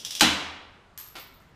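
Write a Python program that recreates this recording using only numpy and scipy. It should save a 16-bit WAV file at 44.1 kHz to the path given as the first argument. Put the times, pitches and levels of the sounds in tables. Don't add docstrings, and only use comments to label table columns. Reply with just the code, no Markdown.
import sys
import numpy as np
from scipy import signal
from scipy.io import wavfile
from scipy.ndimage import uniform_filter1d

SR = 44100
rng = np.random.default_rng(int(sys.argv[2]) if len(sys.argv) > 2 else 0)


def materialize(psi):
    bounded = np.clip(np.atleast_2d(psi).T, -1, 1)
    quanta = np.round(bounded * 32767).astype(np.int16)
    wavfile.write(sys.argv[1], SR, quanta)


def nominal_scale(level):
    x = np.asarray(level, float) / 20
    return 10 ** x


N = 68355
LEAD_S = 0.12
FULL_N = N + round(LEAD_S * SR)


def evened(x):
    return x / np.sqrt(np.mean(x ** 2) + 1e-20)


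def read(points, hz):
    f, value = np.transpose(points)
    return np.interp(np.log(hz + 1), np.log(f + 1), value)


def add(mix, start_s, sound):
    part = mix[..., round((start_s + LEAD_S) * SR):][..., :sound.shape[-1]]
    part += sound[..., :part.shape[-1]]


def rings(modes, spread_db=0, rise_s=0):
    t = np.arange(SR) / SR
    out = np.zeros(SR)
    for hz, db, t60, *sign in modes:
        level_db = db + spread_db * rng.standard_normal() - 60 * t / t60
        out += nominal_scale(level_db) * np.sin(2 * np.pi * hz * t) * np.prod(sign)
    if rise_s:
        out *= 1 - np.exp(-t / rise_s)
    return out


def crack(colour, t60):
    def causal(log_gain):
        return np.fft.ifft(np.exp(np.conj(signal.hilbert(log_gain)))).real[:2048]

    log_gain = np.log(nominal_scale(read(colour, abs(np.fft.fftfreq(4096, 1 / SR)))))
    burst = rng.standard_normal(2048) * nominal_scale(-60 * np.arange(2048) / SR / t60)
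    chance = uniform_filter1d(abs(np.fft.fft(burst, 4096)) ** 2, size=61, mode="wrap")
    noise = signal.fftconvolve(burst, causal(log_gain - 0.5 * np.log(chance)))
    noise = np.pad(noise, (0, SR))[:SR]
    pulse = np.pad(causal(log_gain), (0, SR))[:SR]
    pulse *= np.linalg.norm(noise) / np.linalg.norm(pulse)
    return np.array([noise, pulse]) / abs(noise).max()


def room(x, wet_db, thin=True):
    # (frequency [Hz], time to fall 60 dB [s])
    tail_times = [(100, .8), (300, 1), (900, 0.96), (2000, 0.88), (4000, 0.75), (8000, 0.52), (14000, 0.41)]
    # (time [s], level [dB])
    reflections = [(.0026, -7), (.0075, -9.5), (.011, -8), (0.0158, -9.5), (0.0187, -18), (0.022, -14)]
    early_db, early_t60, build_s = 5, 0.19, 0.012
    hz, t, z = signal.stft(rng.standard_normal(FULL_N), SR, nperseg=512)
    z = z * nominal_scale(-60 * t / read(tail_times, hz)[:, None])
    tail = signal.istft(z, SR, nperseg=512)[1][:FULL_N]
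    t = np.arange(len(tail)) / SR
    tail = tail * (1 + nominal_scale(early_db - 60 * t / early_t60)) * (1 - np.exp(-t / build_s))
    tail = nominal_scale(wet_db) * tail / np.linalg.norm(tail)
    echoes = np.zeros(len(tail))
    echoes[0] = 1
    for delay_s, db in reflections:
        echoes[round(delay_s * SR)] = nominal_scale(db) * rng.choice([-1, 1])
    direct = x[0]
    if thin:
        direct = signal.lfilter(*signal.butter(1, 1800, "high", fs=SR), direct)
    return (signal.fftconvolve(direct, echoes) + signal.fftconvolve(x[1], tail))[:FULL_N]


def air():
    # (frequency [Hz], level [dB per Hz])
    air_colour = [(20, -6), (60, 1), (250, -5.5), (700, -11), (1250, -10), (2200, -18), (7000, -32),
                  (12500, -43.5), (14500, -61)]
    level_db, patch_db = -57.5, 1.5
    hz, t, z = signal.stft(rng.standard_normal(FULL_N), SR, nperseg=2048)
    patches = uniform_filter1d(rng.standard_normal(z.shape), size=8, axis=0)
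    patches = evened(uniform_filter1d(patches, size=3, axis=1))
    z = z * nominal_scale(read(air_colour, hz)[:, None] + patch_db * patches)
    return nominal_scale(level_db) * evened(signal.istft(z, SR, nperseg=2048)[1][:FULL_N])


def knock():
    # (time [s], level [dB])
    bumps = [
        (1.146, -49),
        (1.154, -30.5),
        (1.159, -31),
        (1.1665, -30.5),
        (1.174, -39),
        (1.184, -34.5),
    ]
    # (frequency [Hz], level [dB])
    bump_colour = [(150, -47), (350, 0.5), (800, 7.5), (1400, 4), (2300, 6.5), (4500, 5), (7000, -9),
                   (15000, -11)]
    # (frequency [Hz], level [dB], time to fall 60 dB [s])
    pipes = [(335, -4, .05), (600, -9, .04), (700, -8, .05), (790, -6, .05), (1100, -9, .03),
             (1370, -1, .05), (1490, -2, .05), (2250, -5, .05), (3550, -9, .02)]
    ring_db, tail_share = -5, 0.5
    out = np.zeros((2, FULL_N))
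    for start_s, db in bumps:
        ring = rings(pipes, spread_db=2)
        ring = nominal_scale(ring_db) * np.outer([1, tail_share], ring) / abs(ring).max()
        add(out, start_s, nominal_scale(db) * (ring + crack(bump_colour, t60=0.015)))
    return room(out, wet_db=3, thin=False)


def offcut():
    # (time [s], tick level [dB], low ring level [dB], high ring level [dB])
    bounces = [(.9768, -22.5, -38.5, -64), (.9848, -44.5, -38, -58), (.9998, -28.5, -37.5, -55),
               (1.0097, -43, -57, -60), (1.032, -36.5, -59, -66), (1.0646, -35, -52, -54),
               (1.0735, -44, -66, -62), (1.085, -56, -47.5, -67), (1.122, -58, -64, -73),
               (1.1556, -37, -66, -72), (1.178, -46, -56, -61), (1.1875, -31, -58, -66),
               (1.198, -72, -61, -40), (1.21, -59, -75, -66), (1.235, -54, -72, -70),
               (1.261, -56, -77, -74), (1.286, -75, -71, -80), (1.325, -50, -70, -66),
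               (1.3405, -62, -81, -53), (1.376, -60, -78, -75), (1.4023, -50, -83, -77),
               (1.41, -71, -76, -76), (1.423, -53, -94, -88)]
    # (frequency [Hz], level [dB], time to fall 60 dB [s])
    low_tones = [(12790, -10, .1), (12850, -5, .18), (12905, -4, .1)]
    # (frequency [Hz], level [dB], time to fall 60 dB [s])
    high_tones = [(13440, -2, .11), (13510, -12, .06)]
    # (frequency [Hz], level [dB])
    tick_colour = [(300, -46), (1000, -5.5), (2500, -11), (5800, -7.5), (9000, -10), (15000, -15.5)]
    rise_s = 0.00022
    out = np.zeros((2, FULL_N))
    for start_s, tick_db, low_db, high_db in bounces:
        low = nominal_scale(low_db) * rings(low_tones, 2, rise_s)
        high = nominal_scale(high_db) * rings(high_tones, 2, rise_s)
        add(out, start_s, nominal_scale(tick_db) * crack(tick_colour, t60=0.0025) + low + high)
    return room(out, wet_db=1.5)


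def ratchet():
    # (time [s], level [dB])
    teeth = [
        (-.03, -24),
        (0.0493, -20),
        (0.108, -21.5),
        (0.1517, -19),
        (0.1969, -18.5),
    ]
    # (frequency [Hz], level [dB], time to fall 60 dB [s])
    pawl = [(3380, -2, .025), (3580, -1, .02), (3900, -6, .015), (5150, -6, .015), (5500, -8, .012),
            (5885, -5, .03), (10700, -20, .01)]
    # (frequency [Hz], level [dB])
    tooth_colour = [(400, -36), (1400, -29), (2700, -10.5), (3550, -3.5), (4500, -10), (5600, -3),
                    (6600, -11.5), (15000, -21.5)]
    ring_db, tail_share = 1, 0.5
    out = np.zeros((2, FULL_N))
    for start_s, db in teeth:
        ring = rings(pawl, spread_db=2)
        ring = nominal_scale(ring_db) * np.outer([1, tail_share], ring) / abs(ring).max()
        add(out, start_s, nominal_scale(db) * (ring + crack(tooth_colour, t60=0.011)))
    return room(out, wet_db=4)


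def snap():
    # (frequency [Hz], level [dB])
    snap_colour = [(60, -30.5), (150, -13.5), (500, -11), (950, -6), (1500, -6), (3400, -4.5),
                   (6600, -11.5), (15000, -29)]
    # (frequency [Hz], level [dB], time to fall 60 dB [s])
    jaws = [(1063, -17, .08), (1580, -10, .03), (2413, -9, .02), (3030, -4, .025), (3300, -5, .02),
            (3530, -3, .025), (4005, -2, .025), (13200, -30, .03), (13450, -30, .05)]
    # (frequency [Hz], level [dB], time to fall 60 dB [s], sign [+1 or -1])
    panel = [(140, -12, .4, 1), (190, -9, .5, 1), (200, -11, .5, -1), (236, 0, .3, 1), (246, -5, .35, -1),
             (278, -10, .7, -1), (298, -9, .7, 1), (318, 0, .3, -1), (308, -5, .35, 1), (830, 4, .13, 1),
             (870, 1, .1, -1)]
    hum = [(78.3, -39, 1.0, 1), (83.3, -39, 1.0, -1)]
    snap_s, snap_db, slip_db = 0.2091, 2.5, -25.5
    jaws_db, jaws_tail_share = -9, 0.3
    panel_db, push_db, push_s = -21, -39, 0.006
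    out, wall = np.zeros((2, FULL_N)), np.zeros(FULL_N)
    add(out, snap_s - 0.0008, nominal_scale(slip_db) * crack(snap_colour, t60=0.004))
    jaw_ring = nominal_scale(jaws_db) * np.outer([1, jaws_tail_share], rings(jaws))
    add(out, snap_s, nominal_scale(snap_db) * (crack(snap_colour, t60=0.015) + jaw_ring))
    t = np.arange(SR) / SR
    push = nominal_scale(push_db) * np.e * t / push_s * np.exp(-t / push_s)
    add(wall, snap_s, nominal_scale(panel_db) * rings(panel, rise_s=0.01) + rings(hum) + push)
    return room(out, wet_db=1.5) + wall


def scene():
    mix = air() + knock() + offcut() + ratchet() + snap()
    return mix[None, FULL_N - N:]


def band_limit(x):
    return signal.sosfilt(signal.butter(12, 16070, fs=SR, output="sos"), x)


def record(dry):
    treble_edge = signal.firwin(127, 15300, fs=SR)
    x = signal.oaconvolve(dry, treble_edge[None], "same")
    return band_limit(np.clip(x, -1.0, 1.0))


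dry = scene()
out = record(dry)
materialize(out)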